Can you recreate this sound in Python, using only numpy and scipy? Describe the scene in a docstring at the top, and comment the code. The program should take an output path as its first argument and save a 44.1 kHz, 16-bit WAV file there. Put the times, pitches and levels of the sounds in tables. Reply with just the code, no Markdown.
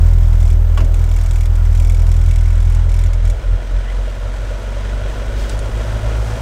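"""Inside the cab of an old four-cylinder diesel van. At first it rolls slowly along a street: the firing
drives the cab's air into a boom and rattles loose trim, over engine clatter and road noise. At 0.8 s
something clunks twice in the body; from 2.1 s a thin squeal, perhaps a brake, fades out. Near 3.4 s the
driveline judders as the van picks up speed, and a fitting creaks. As the revs rise the boom eases and
the engine's growl and the road noise grow; near 5.5 s something slides and loose fittings click."""
import sys
import numpy as np
from scipy import signal
from scipy.fft import rfft, irfft, next_fast_len
from scipy.io import wavfile
from scipy.ndimage import map_coordinates

SR = 44100
rng = np.random.default_rng(int(sys.argv[2]) if len(sys.argv) > 2 else 0)


def wrap_up_sound(samples):
    """Save the sound to the file named by the first command line argument, as 16-bit audio."""
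    columns = np.atleast_2d(samples).T
    # keep every value between -1 and 1, then stretch to whole-number steps
    tamed = np.clip(columns, -1, 1)
    steps = np.round(tamed * 32767).astype(np.int16)
    wavfile.write(sys.argv[1], SR, steps)


N = 282681
T = np.arange(N) / SR


def amp(db):
    """Amplitude ratio of a level in decibels."""
    return 10 ** (np.asarray(db) / 20)


def unit(x):
    """Normalisation to rms 1."""
    return x / np.sqrt(np.mean(x ** 2) + 1e-20)


def curves(rows):
    """Linear interpolation in time: one value per sample for each column after the first."""
    times, *columns = np.transpose(rows)
    return [np.interp(T, times, column) for column in columns]


def wobble(rate):
    """Slow random modulation: a spline through rate Gaussian knots a second."""
    return map_coordinates(rng.standard_normal(int(N * rate / SR) + 4), [T * rate])


def filtered(x, response):
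    """Linear filtering: the spectrum of x times a frequency response."""
    size = next_fast_len(N + SR // 2)
    return irfft(rfft(x, size) * response(np.fft.rfftfreq(size, 1 / SR)), size)[:N]


def noise(spectrum):
    """Coloured noise of rms 1, shaped by (f/Hz, level/dB) points on a log frequency axis."""
    f, db = np.transpose(spectrum)
    white = rng.standard_normal(N)
    return unit(filtered(white, lambda hz: amp(np.interp(np.log(hz + 1), np.log(f), db))))


def ring(x, modes):
    """Modal superposition: x drives damped resonators of alternating sign."""
    return filtered(x, lambda f: sum((-1) ** k * amp(db) * 1j * f * width / (f0**2 - f**2 + 1j * f * width)
                                     for k, (f0, width, db) in enumerate(modes)))


def blows(rows, attack_s):
    """Impact envelopes: a fast rise and exponential decay for each (t/s, level/dB, T60/s)."""
    total = np.zeros(N)
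    for start, db, t60 in rows:
        age = np.maximum(T - start, 0)
        total += amp(db - 60 * age / t60) * (1 - np.exp(-age / attack_s))
    return total


# Firing rate of the engine: t/s, f/Hz
FIRING_RATE = [(0, 41.91), (0.45, 40.43), (0.8, 40.99), (1.6, 40.83), (2.1, 41.12), (2.5, 41.02),
               (3.4, 42.21), (4.2, 45.83), (4.6, 47.02), (6.0, 52.68), (6.41, 54.88)]
LOW_REVS_HZ, FIRINGS_PER_CYCLE = 41, 4
def firing_phase(first_firing_s=.0124):
    """Phase is the integral of frequency: a running count that is whole at each firing."""
    rate, = curves(FIRING_RATE)
    count = np.cumsum(rate) / SR
    return count - np.interp(first_firing_s, T, count) + 1


# Cab boom: t/s, level/dB at the firing rate, level/dB at twice that rate
BOOM_LEVELS = [(0, -8.5, -12), (1.3, -12.5, -17), (1.9, -10, -14), (2.8, -11.5, -15), (3.29, -13, -20.5),
               (3.36, -17, -28), (3.9, -17, -34), (4.25, -21.5, -33), (5.5, -19, -30), (5.95, -18.5, -24.5),
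               (6.41, -19.5, -25)]
# Overtones of the boom: multiple of the firing rate, relative level/dB
BOOM_OVERTONES = [(3, -26.5), (4, -36), (5, -46.5), (6, -52), (9, -47)]
def boom(phase, steepness=1.84, throb_db=2, flutter_db=2, cab_delay_s=.032):
    """Forced vibration: the firing pumps the cab's air at harmonics of the firing rate."""
    rate, = curves(FIRING_RATE)
    first_db, second_db = curves(BOOM_LEVELS)
    looseness = (1 - amp(first_db - first_db.max())) ** 2  # a weaker boom is less steady
    swing_db = judder() + flutter_db * looseness * wobble(18)
    labour_db = np.exp(-((T - JUDDER_S) / .45) ** 2)  # the labouring engine throbs more deeply
    throb = np.cos(2 * np.pi * (phase - .3) / FIRINGS_PER_CYCLE)
    first_db = first_db + swing_db
    second_db = second_db + 1.47 * swing_db - (throb_db + labour_db) * throb
    angle = 2 * np.pi * (phase + .083)
    limp = .045 * np.cos(angle / 2)  # once per crank turn
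    unsteady, drift = amp(1.1 * wobble(30)), .16 * wobble(20)
    # the cab answers late, so the second harmonic lags more as the revs rise
    lag = .6 + 2 * np.pi * 2 * (rate - LOW_REVS_HZ) * cab_delay_s
    first = amp(first_db) * (np.cos(angle) + limp)
    second = amp(second_db) * unsteady * (np.cos(2 * angle - lag + drift) + .027 * np.cos(2.5 * angle))
    # the overtones grow faster than the boom itself
    strength_db = (first_db + second_db) / 2
    overtones = sum(amp(db + 1.9 * wobble(12)) * np.cos(round(multiple) * (angle + drift))
                    for multiple, db in BOOM_OVERTONES)
    return np.sqrt(2) * (first + second + amp(steepness * (strength_db + 11)) * overtones)


# Engine load, as the strength of its growl: t/s, relative level/dB
ENGINE_LOAD = [(0, -42), (.8, -49.5), (1.3, -46.5), (2.1, -45), (2.8, -42.5), (3.2, -39), (4, -36),
               (5.25, -32.5), (6.41, -31.5)]
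# The four cylinders in firing order: relative level/dB
CYLINDER_LEVELS = [0, -4.5, 2, -3.5]
# Modes of the cab's panels and air: f/Hz, bandwidth/Hz, level/dB
CAB_MODES = [(221, 32, -2.5), (367, 31, -11.5), (407, 41, -5.5), (495.5, 21, 2), (564.6, 20, 5),
             (591, 30, 3.5), (650, 35.5, 1), (970, 59, -13), (1386, 184, -12)]
def growl(phase, scatter_db=.5):
    """Impulse excitation: each combustion rings the cab; unequal cylinders make the growl throb."""
    load_db, = curves(ENGINE_LOAD)
    stroke = phase + .35
    index = np.floor(stroke).astype(int)
    combustion = np.diff(index, prepend=index[0])
    gas = np.exp(-(stroke % 1) / .5) * rng.standard_normal(N)
    stroke_db = np.take(CYLINDER_LEVELS, index, mode="wrap") + scatter_db * rng.standard_normal(512)[index]
    drive = amp(stroke_db) * (unit(combustion) + 1.1 * unit(gas))
    return amp(load_db - 2.5) * unit(ring(drive, CAB_MODES))


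# Spectrum of injectors and valves: f/Hz, level/dB
CLATTER_SPECTRUM = [(150, -15), (250, 3), (304, -12.5), (327, 1.5), (410, -17), (588, -2), (817, -21),
                    (1010, -4), (1240, -9.5), (1420, -5.5), (2200, -9.5), (3250, -15), (4580, -20.5),
                    (9000, -27), (11700, -59), (19800, -120)]
# Modes of the thin metal engine cover: f/Hz, bandwidth/Hz, level/dB
COVER_MODES = [(1372, 35, 5.5), (1472, 135, 1), (2000, 510, -12), (2960, 150, -5.5), (3274, 170, -4),
               (3840, 280, -9), (5980, 820, -15), (8300, 400, -26)]
def clatter(phase, base_db=-43.5, db_per_octave=7.5, load_slope=.38, light_load_db=-44):
    """Amplitude-modulated noise: injectors and valves pulse with the firing and ring the cover."""
    rate, = curves(FIRING_RATE)
    load_db, = curves(ENGINE_LOAD)
    level_db = base_db + db_per_octave * np.log2(rate / LOW_REVS_HZ)
    level_db += load_slope * (load_db - light_load_db)
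    pulses = 1 + .86 * np.exp(-(phase % 1) / .49)
    cover = unit(ring(pulses * rng.standard_normal(N), COVER_MODES))
    roughness_db = .75 * wobble(14) + .82 * wobble(150)
    direct = unit(pulses * noise(CLATTER_SPECTRUM))
    return amp(level_db + roughness_db) * (direct + amp(-7) * cover)


# Bouts of rattling: start t/s, end t/s, level/dB, odd over even firings/dB
RATTLE_BOUTS = [(0, .38, -37.5, -2), (.385, .53, -28.5, 3.5), (0.747, .765, -36, 0), (.84, .865, -34, 6),
                (.93, 1.095, -31.5, 5.5), (1.1, 1.479, -29.5, -4.5), (1.545, 1.57, -29, -2),
                (1.64, 1.668, -29, 3), (1.715, 2.03, -29.5, -4.5), (2.055, 2.48, -30.5, 4.5),
                (2.48, 2.77, -32.5, 4.5), (2.88, 3.08, -29.5, 3), (3.12, 3.15, -29, 2),
                (3.24, 3.312, -27.5, 0)]
# Modes of the loose trim: f/Hz, bandwidth/Hz, level/dB
TRIM_MODES = [(2120, 170, 3.5), (2575, 310, 1), (3490, 260, 1), (4020, 400, -1.5), (4990, 1900, -6.5),
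              (6890, 570, 1), (7700, 480, 0), (8710, 680, -3.5), (10460, 800, -7.5), (13600, 2000, -13.5)]
# Trim modes that ring on between hits: f/Hz, bandwidth/Hz, level/dB
TRIM_TAIL_MODES = [(2254, 53, 5), (3280, 55, -9.5)]
def trim_rattle(phase, hit_t60=.017, chatter_t60=.084, chatter_db=-17, attack_s=.0013, scatter_db=2.5):
    """Repeated impact: each firing in a bout throws loose trim against its seat, where it chatters."""
    rate, = curves(FIRING_RATE)
    swing = phase - .11 + .016 * wobble(25.04)
    index, age = np.floor(swing).astype(int), swing % 1 / rate
    thrown_at = T - age
    shake, limp_db = np.zeros(N), np.zeros(N)
    for start, end, db, odd_db in RATTLE_BOUTS:
        inside = (thrown_at >= start) & (thrown_at < end)
        shake[inside] = amp(db)
        limp_db[inside] = odd_db * (index[inside] % 2 - .5)
    strength = shake * amp(limp_db + scatter_db * rng.uniform(-1.1, 1, size=512)[index])
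    decay = amp(-60 * age / hit_t60) + amp(chatter_db - 60 * age / chatter_t60)
    contact = strength * (1 - np.exp(-age / attack_s)) * decay
    grain = amp(2.2 * wobble(900))
    rattle = contact * unit(ring(grain * rng.standard_normal(N), TRIM_MODES))
    # on the rebound a small metal piece pings
    rebound = (phase - .45) % 1
    ping_envelope = unit((1 - np.exp(-rebound / .032)) * np.exp(-rebound / .11))
    ping = ping_envelope * unit(ring(rng.standard_normal(N), [(5560, 390, 0)]))
    tail = ring(contact * rng.standard_normal(N), TRIM_TAIL_MODES)
    return rattle + amp(12) * tail + amp(-23) * shake * ping


def squeal(phase, centre_hz=14480, swing_hz=130, flutter_hz=150, start_db=-56.5, release_s=2.1):
    """Frequency and amplitude modulation: a thin, very high tone shakes with the engine."""
    level_db = start_db - 1.7 * T - 29 * np.maximum(T - release_s, 0)  # a slow sag, then a quick fade
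    angle = 2 * np.pi * (phase - .4)
    sway = np.cos(angle) - np.cos(angle / 2)
    hz = centre_hz + swing_hz * sway + flutter_hz * wobble(500)
    tremolo = amp(4.8 * np.cos(angle) + 1.2 * wobble(300))
    return amp(level_db) * unit(tremolo * np.sin(2 * np.pi * np.cumsum(hz) / SR))


# Road noise: t/s, rumble level/dB, hiss level/dB
ROAD_LEVELS = [(0, -28.5, -42), (.75, -26, -46.5), (1.2, -29, -41.5), (1.7, -29, -43.5), (3.3, -28.5, -46),
               (4.6, -32, -44), (5.3, -25.5, -42), (6.41, -26.5, -38)]
# Spectrum of the floor's rumble: f/Hz, level/dB
RUMBLE_SPECTRUM = [(12, -38), (24, -9), (45, -0.5), (62, 0), (85, -15.5), (105, -5), (140, -17), (180, -26),
                   (235, -26.5), (300, -24), (400, -23.5), (700, -25.5), (1500, -61.5)]
def road_rumble():
    """Structure-borne sound: the uneven street rumbles through the floor."""
    rumble_db, _ = curves(ROAD_LEVELS)
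    return amp(rumble_db + 1.3 * wobble(6)) * noise(RUMBLE_SPECTRUM)


# Spectrum of tyres and air: f/Hz, level/dB
HISS_SPECTRUM = [(410, -19.5), (700, 4.5), (1000, 1.5), (1400, -2.5), (2490, -15.5), (3230, -25),
                 (4700, -14), (6020, -14.5), (8600, -16.5), (10000, -23), (13400, -27), (15500, -51)]
def road_hiss():
    """Rolling and flow noise: tyres and moving air give a broadband hiss with a fine grain."""
    _, hiss_db = curves(ROAD_LEVELS)
    return amp(hiss_db + .83 * wobble(8.4) + 1.9 * wobble(300)) * noise(HISS_SPECTRUM)


# Blows in the van's body: t/s, level/dB, T60/s
CLUNK_BLOWS = [(0.7738, -20.5, 0.088), (0.803, -28, 0.087)]
# Broad modes of the body: f/Hz, bandwidth/Hz, level/dB
BODY_MODES = [(620, 240, -5), (1110, 196, 3), (1540, 480, -4.5), (2800, 580, -6.5), (4930, 690, -15),
              (6800, 1600, -18.5)]
# Low modes of the panels: f/Hz, bandwidth/Hz, level/dB
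PANEL_MODES = [(170, 23, 7), (210, 31, 0), (257, 21, 6), (354, 33, 5.5), (430, 28, 2), (633, 93, -0.5)]
def clunks(panel_db=-4.5, panel_t60=.36):
    """Damped free vibration: a double clunk dies quickly in the body and leaves the panels ringing."""
    body = blows(CLUNK_BLOWS, attack_s=.0013) * unit(ring(rng.standard_normal(N), BODY_MODES))
    swell = blows([(start, db + panel_db, panel_t60) for start, db, _ in CLUNK_BLOWS], attack_s=.0055)
    return body + swell * unit(ring(rng.standard_normal(N), PANEL_MODES))


JUDDER_S = 3.4  # time of the deepest dip
def judder(swing_hz=4.07, dip_db=8.5, build_s=.13, decay_s=.48):
    """Transient oscillation: the driveline's swing builds and dies, moving the boom's level (in dB)."""
    age = T - JUDDER_S
    depth_db = dip_db * np.exp(np.minimum(age / build_s, -age / decay_s))
    return -depth_db * np.cos(2 * np.pi * swing_hz * age)


# Engine orders that stand out under load: multiple of the firing rate, relative level/dB
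DRONE_ORDERS = [(4.25, -13.5), (4.75, -9), (5.25, -14.5), (7, -10.5), (7.75, -13), (9, -13.5),
                (10.25, -9.5), (11.25, -8)]
def drone(phase, level_db=-35.5, steepness=2.07, heavy_load_db=-32):
    """Engine orders: single harmonics of the four-stroke cycle swell with load and rise with the revs."""
    load_db, = curves(ENGINE_LOAD)
    cycle_angle = 2 * np.pi * phase / FIRINGS_PER_CYCLE
    tones = np.zeros(N)
    for multiple, db in DRONE_ORDERS:
        waver_db, drift = 2 * wobble(7), .3 * wobble(6)
        tones += amp(db + waver_db) * np.sin(round(multiple * FIRINGS_PER_CYCLE) * cycle_angle + drift)
    return amp(level_db + steepness * (load_db - heavy_load_db)) * tones


# Rising creak of a fitting: t/s, f/Hz, relative level/dB
CREAK_GLIDE = [(3.83, 1473, -74), (3.86, 1750, -39), (3.885, 1980, -37), (3.905, 2090, -39),
               (3.93, 2200, -77)]
def creak(upper_db=-7):
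    """Stick-slip friction: a fitting rubs unevenly in a rough rising tone with a second, higher mode."""
    hz, creak_db = curves(CREAK_GLIDE)
    angle = 2 * np.pi * np.cumsum(hz * (1 + .05 * wobble(500))) / SR
    tone = np.sin(angle) + amp(upper_db) * np.sin(1.5 * angle)
    rubbing = (T > CREAK_GLIDE[0][0]) & (T < CREAK_GLIDE[-1][0])
    return amp(creak_db - 1.5 + 3.2 * wobble(250)) * tone * rubbing


# A sliding fitting: t/s, level/dB
SLIDE_LEVELS = [(5.3, -73), (5.37, -45), (5.42, -39.5), (5.47, -46), (5.53, -41), (5.6, -63)]
# Spectrum of its scrape: f/Hz, level/dB
SCRAPE_SPECTRUM = [(800, -18), (3000, 0.5), (5500, -2), (8500, -9), (10500, -18), (15000, -17)]
def slide():
    """Sliding friction: a fitting gives a short swell of gritty noise."""
    slide_db, = curves(SLIDE_LEVELS)
    return amp(slide_db + 1.8 * wobble(400)) * noise(SCRAPE_SPECTRUM)


# Taps of loose fittings: t/s, level/dB, T60/s
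CLICK_BLOWS = [(5.495, -26, 0.031), (5.591, -30.5, 0.027)]
# Spectrum of a click: f/Hz, level/dB
CLICK_SPECTRUM = [(500, -25), (2000, -8), (4500, 0), (7500, 3), (10000, -1.5), (15000, -45)]
def clicks():
    """Brief contact gives a wide spectrum: loose fittings click in bright bursts of noise."""
    return blows(CLICK_BLOWS, attack_s=.00022) * noise(CLICK_SPECTRUM)


def cab_echo(x, t60, wet_db):
    """Reverberation in a small enclosure: nearby glass and panels add a very short, dense tail."""
    age = T[:SR // 5]
    tail = rng.standard_normal(len(age)) * amp(-60 * age / t60) * (age > .002)
    reflections = signal.fftconvolve(x, tail / np.linalg.norm(tail))[:N]
    return (x + amp(wet_db) * reflections) / np.hypot(1, amp(wet_db))


def scene():
    """Superposition: the sources add, and all that the engine shakes shares one firing phase."""
    phase = firing_phase()
    low = boom(phase) + growl(phase) + drone(phase) + road_rumble()
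    distant = cab_echo(clatter(phase) + road_hiss() + creak() + slide(), t60=.057, wet_db=-13.5)
    near = cab_echo(trim_rattle(phase) + clunks() + clicks(), t60=.06, wet_db=-10)
    return (low + distant + near + squeal(phase))[None]


TOP_HZ = 15750
def record(dry):
    """Soft saturation rounds the tallest peaks; a low-pass filter then limits the band."""
    rounded = dry[0] / (1 + np.abs(dry[0] / .99) ** 16) ** (1 / 16)
    return filtered(rounded, lambda hz: hz < TOP_HZ)[None]


dry = scene()
out = record(dry)
wrap_up_sound(out)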